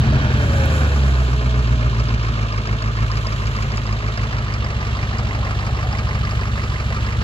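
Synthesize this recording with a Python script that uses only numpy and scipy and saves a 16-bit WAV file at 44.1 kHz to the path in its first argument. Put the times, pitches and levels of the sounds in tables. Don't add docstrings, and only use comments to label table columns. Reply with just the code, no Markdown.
import sys
import numpy as np
from scipy import signal
from scipy.fft import rfft, irfft, next_fast_len
from scipy.io import wavfile
from scipy.ndimage import uniform_filter1d, map_coordinates

SR = 44100
rng = np.random.default_rng(int(sys.argv[2]) if len(sys.argv) > 2 else 0)


def waveform_to_disk(signal):
    frames = np.transpose(np.atleast_2d(signal))
    scaled = np.clip(frames, -1, 1) * 32767
    samples = np.round(scaled).astype(np.int16)
    wavfile.write(sys.argv[1], SR, samples)


N = 318843
M = next_fast_len(N)

# (time [s], firing rate [Hz])
FIRING_RATE = [(0, 93.07), (0.25, 87.9), (0.5, 80.03), (0.75, 75.27), (1, 68.19), (1.25, 62.01),
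               (1.5, 61.12), (2, 56.91), (2.3, 55.81), (2.55, 52.73), (3, 54.7), (3.3, 52.89), (4.3, 52.68),
               (4.7, 48.27), (5.1, 50.28), (6.4, 49.52), (6.8, 48.41), (7.23, 50.44)]
START = .62
KNOCK_AT = 0.677
IDLE_HZ = 50
SIDES = np.array([[.5], [-.5]])


def undb(db):
    return 10 ** (np.asarray(db) / 20)


def unit(x):
    return x / np.sqrt(np.mean(x ** 2))


def curves(table, s=None):
    t, *columns = np.transpose(table)
    s = np.arange(N) / SR if s is None else s
    return np.array([np.interp(s, t, column) for column in columns])


def gain(points):
    hz, db = np.transpose(points)
    bins_hz = np.fft.rfftfreq(M, 1 / SR)
    return undb(np.interp(np.log(bins_hz + 1), np.log(hz), db))


def colour(x, points):
    return irfft(rfft(x, M) * gain(points), M)[..., :N]


def band(x, hz, width_hz):
    return signal.lfilter(*signal.iirpeak(hz, hz / width_hz, SR), x)


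def ring(x, modes):
    out = 0
    for hz, db, t60 in modes:
        pole = np.exp(2j * np.pi * hz / SR - np.log(1000) / (t60 * SR))
        out = out + undb(db) * signal.lfilter([1], [1, -pole], x).imag
    return out


def pulses(s, size):
    at, out = np.clip(s * SR, 0, N - 2), np.zeros(N)
    i = at.astype(int)
    np.add.at(out, i, size * (1 - at + i))
    np.add.at(out, i + 1, size * (at - i))
    return out


def walk(rate):
    k = int(SR / rate)
    held = np.repeat(rng.standard_normal(N // k + 1), k)
    return 1.3 * uniform_filter1d(uniform_filter1d(held, k), k)[:N]


def swell(x, rise_s, fall_s):
    for s in (rise_s, fall_s):
        x = signal.lfilter([1], [1, -np.exp(-1 / (s * SR))], x)
    return unit(x)


def bump(t, middle_s, half_s):
    return np.exp(-((t - middle_s) / half_s) ** 2)


def air():
    # (frequency [Hz], level [dB])
    scatter = [(200, -22.5), (500, -7.5), (1000, -4), (2000, -5.5), (3300, 6), (4200, -3.5), (5500, -0.5),
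               (8000, 1.5), (12000, 12)]
    common, left, right = rfft(rng.standard_normal((3, M)))
    own = gain(scatter)
    both = (common + own * np.array([left, right])) / np.sqrt(1 + own ** 2)
    return irfft(both, M)[:, :N]


def thin_hiss():
    # (frequency [Hz], relative level [dB])
    hiss_colour = [(5500, -5), (7000, 12), (8200, -1), (9600, -6), (11100, 1.5), (12500, -5.5),
                   (13500, -33), (15500, -19)]
    # (time [s], level [dB])
    hiss_level = [(0, -78), (.4, -48), (.75, -45.5), (1.7, -59), (2.4, -63), (3.4, -52.5), (4.3, -63),
                  (5.6, -58.5), (6.5, -54.5), (7.23, -55)]
    flicker = undb(1.44 * walk(23.19))
    return unit(colour(air(), hiss_colour)) * flicker * undb(curves(hiss_level)[0])


def handling_click():
    # (time [s], level [dB])
    dry_click = [(0.6578, -16)]
    s, db = np.transpose(dry_click)
    return np.diff(signal.lfilter([1], [1, -.4], pulses(s, undb(db))), prepend=0)


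def belt_whine(firings):
    # (time [s], lower tone level [dB], upper tone level [dB])
    whine_level = [(0, -58, -54), (.17, -44, -54), (.27, -30.5, -34.5), (.45, -37, -50), (.6, -27, -33.5),
                   (.85, -31.5, -42), (.97, -43, -54), (1.2, -50, -41), (1.35, -36.5, -40),
                   (1.75, -37, -48), (2, -45, -45), (2.6, -72, -62)]
    orders = [7, 10.5]
    out = 0
    for order, db in zip(orders, curves(whine_level)):
        phase = 2 * np.pi * order * firings + .7 * walk(40)
        out = out + undb(db + 3.5 * walk(20)) * np.sin(phase)
    return out


def valve_gear(when):
    # (place [firings], tick [dB], upper tick [dB], low tap [dB], high tap [dB])
    gear = [(1.65, -50, -60, -45, -31), (2.7, -60, -60, -36, -31), (3.65, -41, -56, -45, -36),
            (4.68, -60, -60, -24, -36), (6.6, -41, -50, -38, -23)]
    gear_scatter = [2, 3, 1.5, 1.5]
    # (time [s], level [dB], upper mode level against it [dB])
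    loud_ticks = [(1.6734, -37, -16), (1.997, -31, -17), (2.0858, -33.0, -20), (2.2278, -38, -16.0),
                  (2.5254, -32.0, -17.0), (2.5768, -37, -18), (2.6736, -30.0, -14.0), (2.8241, -30, -4),
                  (2.9675, -32, -10), (3.116, -25.5, -17.0), (3.1691, -31, -17), (3.27, -24.5, -18.0),
                  (3.4698, -31, -1), (3.5646, -30, -5), (3.6251, -31, -2), (3.7186, -30, -11.0),
                  (3.7725, -27.0, -3), (3.8664, -31, -16.0), (3.9262, -32, -10), (4.1756, -29.0, -16.0),
                  (4.3291, -45, -14.0), (4.3808, -40, -12.0), (4.539, -31.0, -4), (4.6463, -32.0, -14.0),
                  (5.1845, -31, -1), (5.4466, -38, -15.0), (5.6651, -35, -1), (5.7695, -41, -12.0),
                  (5.9265, -32, -18.0), (5.985, -32, -17.0), (6.0876, -41, -14.0), (6.2517, -33, -16.0),
                  (6.3097, -31, -17.0), (6.4111, -34.0, -15), (6.8003, -38, -20), (7.0648, -37, -13.0)]
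    # (frequency [Hz], level [dB], 60 dB decay time [s])
    low_modes = [(5030, 1, .03), (4880, -2, .02), (5220, -5, .015)]
    high_modes = [(6770, 0, .015), (7250, -5, .012)]
    # (frequency [Hz], level [dB], 60 dB decay time [s])
    tap_modes = [
        [(1995, -3, 0.033), (2080, -2, 0.032)],
        [(2340, -4, 0.034), (2660, -12.5, 0.026)],
    ]
    # (time [s], left minus right [dB])
    tap_pan = [(2.5, 0), (4.5, -2.5), (6.2, -6)]
    jitter_s = .0005
    fade_db_per_hz, fade_above_hz = -1.2, 56
    tick_left_db = 4

    place, *levels = np.transpose(gear)
    at = (8 * np.arange(len(when) // 8)[:, None] + place).ravel()
    chance = rng.standard_normal((len(at), 5)).T
    s = np.interp(at, np.arange(len(when)), when) + jitter_s * chance[0]
    fade_db = fade_db_per_hz * np.maximum(curves(FIRING_RATE, s)[0] - fade_above_hz, 0)
    low, high, *taps = (pulses(s, undb(np.resize(db, len(s)) + fade_db + spread_db * own))
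                        for db, spread_db, own in zip(levels, gear_scatter, chance[1:]))

    loud_s, loud_db, upper_db = np.transpose(loud_ticks)
    low = low + pulses(loud_s, undb(loud_db))
    high = high + pulses(loud_s, undb(loud_db + upper_db))
    pings = ring(low, low_modes) + ring(high, high_modes)
    pings = sum(band(pings, hz, 1300) for hz in (5000, 6950))
    taps = sum(band(ring(x, modes), modes[0][0], 800) for x, modes in zip(taps, tap_modes))
    pan = curves(tap_pan)
    return pings * undb((pan + tick_left_db) * SIDES) + taps * undb(pan * SIDES)


def gas_noise(when):
    bark = [-8, -6, -10, 6, -2, -10, 5, 0]
    n = np.arange(len(when))
    barks = pulses(np.interp(n + KNOCK_AT, n, when), undb(np.array(bark)[n % 8]))
    gate = 1.3 + swell(barks, 0.007, 0.007)
    return gate * undb(.7 * walk(9)) * air()


def intake_roar(gas, flow):
    # (frequency [Hz], relative level [dB])
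    roar_colour = [(180, -38), (290, 11), (450, -61), (720, -25), (850, -10), (1000, -25), (1150, -37),
                   (1420, 4), (1650, 5.5), (1950, -9), (2400, -1.5), (2670, -5), (2900, -25), (3100, -2),
                   (3400, -11), (4200, -15), (5200, -25), (5800, -15), (7000, -50)]
    return unit(colour(gas, roar_colour)) * undb(-47 + 0.79 * flow)


def gas_rush(gas, flow):
    # (frequency [Hz], relative level [dB])
    rush_colour = [(60, -54), (140, 4), (165, -4.5), (190, -8), (220, 2), (245, -12.5), (290, -14.5),
                   (310, -18.5), (340, -11), (410, -5.5), (530, -10.5), (620, -6.5), (800, -17.5),
                   (1100, -14), (1550, -25.5), (1900, -16.5), (4000, -88)]
    # (frequency [Hz], relative level [dB])
    low_band = [(190, -1), (240, 24), (290, 8), (340, 6), (420, -43.5)]
    middle_band = [(330, -9), (430, -4.5), (600, 0.5), (760, 11), (900, 6.5), (1100, -35)]
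    # (time [s], low band level [dB], middle band level [dB])
    bands_level = [(0, -34, -46), (.8, -48, -52), (1.3, -37, -54), (1.9, -43, -69), (2.8, -52, -63),
                   (3.8, -74, -52), (4.7, -58, -50), (5.8, -73, -38.5), (6.5, -45.5, -48), (7.23, -57, -51)]
    rush = unit(colour(gas, rush_colour)) * undb(-34 + 0.245 * flow)
    for points, db in zip((low_band, middle_band), curves(bands_level)):
        rush = rush + unit(colour(gas, points)) * undb(db)
    return rush


def knock_times(when):
    n = np.arange(len(when))
    return np.interp(n + KNOCK_AT, n, when) + .0008 * rng.standard_normal(len(n))


def block_ring(strikes):
    # (frequency [Hz], 60 dB decay time [s], blow from cylinders 1-8 [8 x dB])
    modes = [(1069.5, 0.051, -20, -24, 8, 1, 9, -19, -12, 0),
             (1202.5, 0.077, -1.5, -17, 8.5, 0.5, 1, 1, 7.5, -0.5),
             (1292, 0.049, -30, -16, 5, -18, -2.5, 3, 9, 6), (1630, 0.015, 3, -3, -16, 13, 3, -14, 12, 4),
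             (1733, 0.022, 11, 1, -14, 15.5, 4, 7, -2, -4),
             (2186, 0.066, -17, -26, -12, -2, -16, -3, 4, -17),
             (2710, 0.013, -24, -14, -1, 11, -8, -8, -13, -24)]
    # (time [s], level [dB])
    ring_level = [(0, -70), (.8, -40), (1.5, -36.5), (2.2, -36.5), (3, -33), (3.8, -36), (5, -36),
                  (6, -34.5), (7.23, -36.5)]
    contact_s = 0.0001
    n = np.arange(len(strikes))
    scatter_db = rng.standard_normal(len(n))
    grit = undb(5) * air()
    block = 0
    for hz, t60, *db in modes:
        blows = pulses(strikes, undb(np.array(db)[n % 8] + scatter_db))
        size = np.sqrt(np.mean(blows ** 2))
        push = swell(blows, contact_s, contact_s) + swell(blows, 0.004, 0.0055) * grit
        block = block + size * band(ring(push, [(hz, 0, t60)]), hz, 270)
    return unit(block) * undb(curves(ring_level)[0])


def clatter(strikes, flow):
    # (frequency [Hz], relative level [dB])
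    clatter_colour = [(400, -47), (700, -27), (950, -9), (1200, -4), (1500, -8.5), (1980, -6),
                      (2350, -10.5), (2750, -9), (3450, -14), (4200, -15), (5000, -18.5), (5600, -20.5),
                      (7000, -26.5), (7700, -31), (8400, -37.5), (10300, -42.5), (13500, -45), (16000, -96)]
    # (frequency [Hz], cylinders 1-8 [8 x dB])
    parts = [(700, -12, 1, 2.7, 11, 14, 3, 7.4, 1), (1180, -9, 1.4, 10.7, 1.3, -36, 13, 10, 3),
             (1580, 14.5, 6.7, 2.3, 10, 0, 16, 9.8, 2), (2020, -13, 1, 4.5, 12, 11.5, 9, 9, 10.5),
             (2660, -2, 13, 6.7, 4.3, 13.5, 3, 13.7, 7), (3370, 16.5, 14, 14.6, 8.6, 8, 8.5, 3.7, -5),
             (5160, -2, 2.8, 1.5, 7.7, -3, 5.5, 9.7, -8.5),
             (7050, 13.5, 10, 0.89, 7.3, 11, 12.5, 14.5, -15)]
    # (time [s], relative level [dB])
    hard_knocks = [(2.1394, -24.5), (2.5784, -19.5), (2.6552, -18), (3.0184, -23), (3.171, -15.5),
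                   (3.3242, -18), (3.4714, -20.5), (3.5487, -25.5), (3.6205, -17.5), (3.6983, -28.5),
                   (3.7732, -21), (4.1753, -28), (4.3084, -23), (4.5394, -34.5), (5.0273, -22),
                   (5.0882, -27), (5.186, -22), (5.2688, -20), (5.588, -21), (5.8255, -35.5), (5.91, -23),
                   (5.9851, -33.5), (6.2331, -23.5), (6.272, -23), (6.3099, -38), (6.4311, -33),
                   (6.7205, -21), (6.7614, -32), (6.9245, -19), (7.2069, -25.5)]
    n = np.arange(len(strikes))
    hz, *knock_db = np.transpose(parts)
    shared_chance, *part_chances = rng.standard_normal((len(n), 1 + len(hz))).T
    rattle = 1.4 * undb(0.5 * walk(19))
    noise = colour(air(), clatter_colour)
    spectrum, octaves = rfft(noise, M), np.log2(np.fft.rfftfreq(M, 1 / SR) + 1)
    out = 0
    for k, own in enumerate(part_chances):
        share = np.interp(octaves, np.log2(hz), np.eye(len(hz))[k])
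        db = np.array(knock_db)[n % 8, k] + shared_chance + 1.3 * own
        bursts = swell(pulses(strikes, undb(db)), .003, .006)
        out = out + irfft(spectrum * share, M)[:, :N] * (rattle + bursts)
    hard_s, hard_db = np.transpose(hard_knocks)
    hard = swell(pulses(hard_s, undb(hard_db)), .001, 0.0087)
    out = unit(out) + undb(-24) * unit(noise) * hard
    return unit(out) * undb(-32.5 + 0.0154 * flow)


def exhaust(when):
    # (time [s], cylinders 1-8 [8 x dB])
    cylinders = [(.1, -6, -3.5, 0.5, -18, 0.81, -15, 8, -13), (.5, 0, -2, 5, -1.5, 0.89, -4, 7, 5.5),
                 (1.1, -1.5, 10, -0.5, 3.5, 0.94, 9, 10, 7.5), (3.5, 5, -1, 2.5, -4.5, 0.17, 6, 0, 6),
                 (5, 5.5, 7, -2, 2.5, 1, 1, 9, -1.5)]
    runner_ms = [6.1, 4.2, 4.17, 4.95, 4.54, 5.35, 4.57, 3.73]
    # (frequency [Hz], width [Hz], level [dB], signed factor at the open end)
    pipe = [(56.8, 6.5, 5, 0.4), (65.2, 7.75, 14, 0.89), (99.3, 14.2, 8, 0.51), (108.5, 5.9, -1.5, 0.89),
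            (133.2, 19.8, 3.5, -1.15), (149.1, 1.6, -1, -0.24), (181, 5.5, -11.5, 0.88),
            (203.3, 17, -7.5, -0.95), (221.3, 11.6, -7.5, 1), (293, 16, -17, 0.55)]
    # (frequency [Hz], level [dB])
    puff = [(40, 18.3), (330, 0), (450, -14), (1000, -56), (3000, -100)]
    # (middle [s], half length [s], level change [dB])
    misfires = [(2.7, .3, -5), (4.15, .3, -9)]
    cold = [1, 2]
    # (time [s], level [dB])
    load = [(0, -7), (.04, -20.5), (.09, -11.5), (.2, -16.5), (.6, -15.5), (1, -13.5), (1.3, -16.5),
            (1.7, -15), (2.6, -20.5), (2.9, -19.5), (3.03, -17), (3.12, -20), (4.7, -21), (6.3, -19.5),
            (6.8, -21), (7.23, -19)]
    pipe_delay_s, jitter_s = 0.0039, .0003

    n = np.arange(len(when))
    chance = rng.standard_normal((2, len(n)))
    throb_db = 2.5 * np.cos(2 * np.pi * (n - 2.98) / len(runner_ms))
    db = curves(cylinders, when)[n % 8, n] + chance[0] + throb_db
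    db = db + np.isin(n % 8, cold) * sum(d * bump(when, s, half) for s, half, d in misfires)
    arrival = when + np.array(runner_ms)[n % 8] / 1000 + pipe_delay_s + jitter_s * chance[1]
    puffs = pulses(arrival, undb(db))
    lead = np.tile(puffs[:int((when[8] - when[0]) * SR)], 4)
    driven = np.r_[lead, puffs]
    tone = sum(sign * undb(level) * band(driven, hz, width) for hz, width, level, sign in pipe)
    tone = np.gradient(colour(tone[len(lead):], puff))
    power = uniform_filter1d(uniform_filter1d(tone ** 2, SR // 4), SR // 4)
    return unit(tone / np.sqrt(power)) * undb(curves(load)[0])


def microphone_ports(sound):
    # (time [s], depth [0-1])
    dip = [(0, 0.25), (1.5, 0.7), (2.6, 0.7), (4.5, 0.07), (7.23, 0.06)]
    # (frequency [Hz], left minus right [dB])
    port_level = [(60, -2), (100, 1), (180, 1), (300, -1), (510, 1), (870, 1.5), (1490, -2.5), (2550, -3),
                  (4370, -3.5), (7460, -4.5)]
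    # (frequency [Hz], phase [radians])
    port_phase = [(200, 0), (500, -.3), (1050, -.55), (1300, -.4), (1600, -.15), (2000, 0), (3200, -.4),
                  (4200, 0)]
    # (time [s], lag [ms])
    port_lag = [(0, .262), (1.2, .28), (2.5, .292), (3.7, .29), (4.2, .272), (4.6, .258), (5.2, .253),
                (6.3, .24), (7.23, .25)]
    sound = sound - np.clip(curves(dip)[0], 0, 1) * band(sound, 1990, 220)
    hz, radians = np.transpose(port_phase)
    phase = np.interp(np.fft.rfftfreq(M, 1 / SR), hz, radians)
    difference = gain(port_level) * np.exp(1j * phase)
    left, right = irfft(rfft(sound, M) * difference ** SIDES, M)[:, :N]
    half_lag = curves(port_lag)[0] / 2000 * SR
    return np.array([map_coordinates(x, [np.arange(N) + k * half_lag], order=3, mode="mirror")
                     for x, k in ((left, 1), (right, -1))])


def scene():
    t, speed = np.arange(N) / SR, curves(FIRING_RATE)[0]
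    firings = START + np.cumsum(speed) / SR
    when = np.interp(np.arange(int(firings[-1]) + 1), firings, t)
    when[0] = -START / speed[0]
    flow = np.maximum(speed - IDLE_HZ, 0) * (1 - np.exp(-(t + 0.21) / 0.73))
    gas, strikes = gas_noise(when), knock_times(when)
    sound = thin_hiss() + handling_click() + belt_whine(firings) + valve_gear(when)
    sound = sound + intake_roar(gas, flow) + gas_rush(gas, flow)
    sound = sound + block_ring(strikes) + clatter(strikes, flow) + exhaust(when)
    return microphone_ports(sound)


def record(dry):
    x = signal.sosfilt(signal.butter(4, 44, "high", fs=SR, output="sos"), dry)
    return signal.sosfilt(signal.ellip(12, .2, 70, 15700, fs=SR, output="sos"), x)


dry = scene()
out = record(dry)
waveform_to_disk(out)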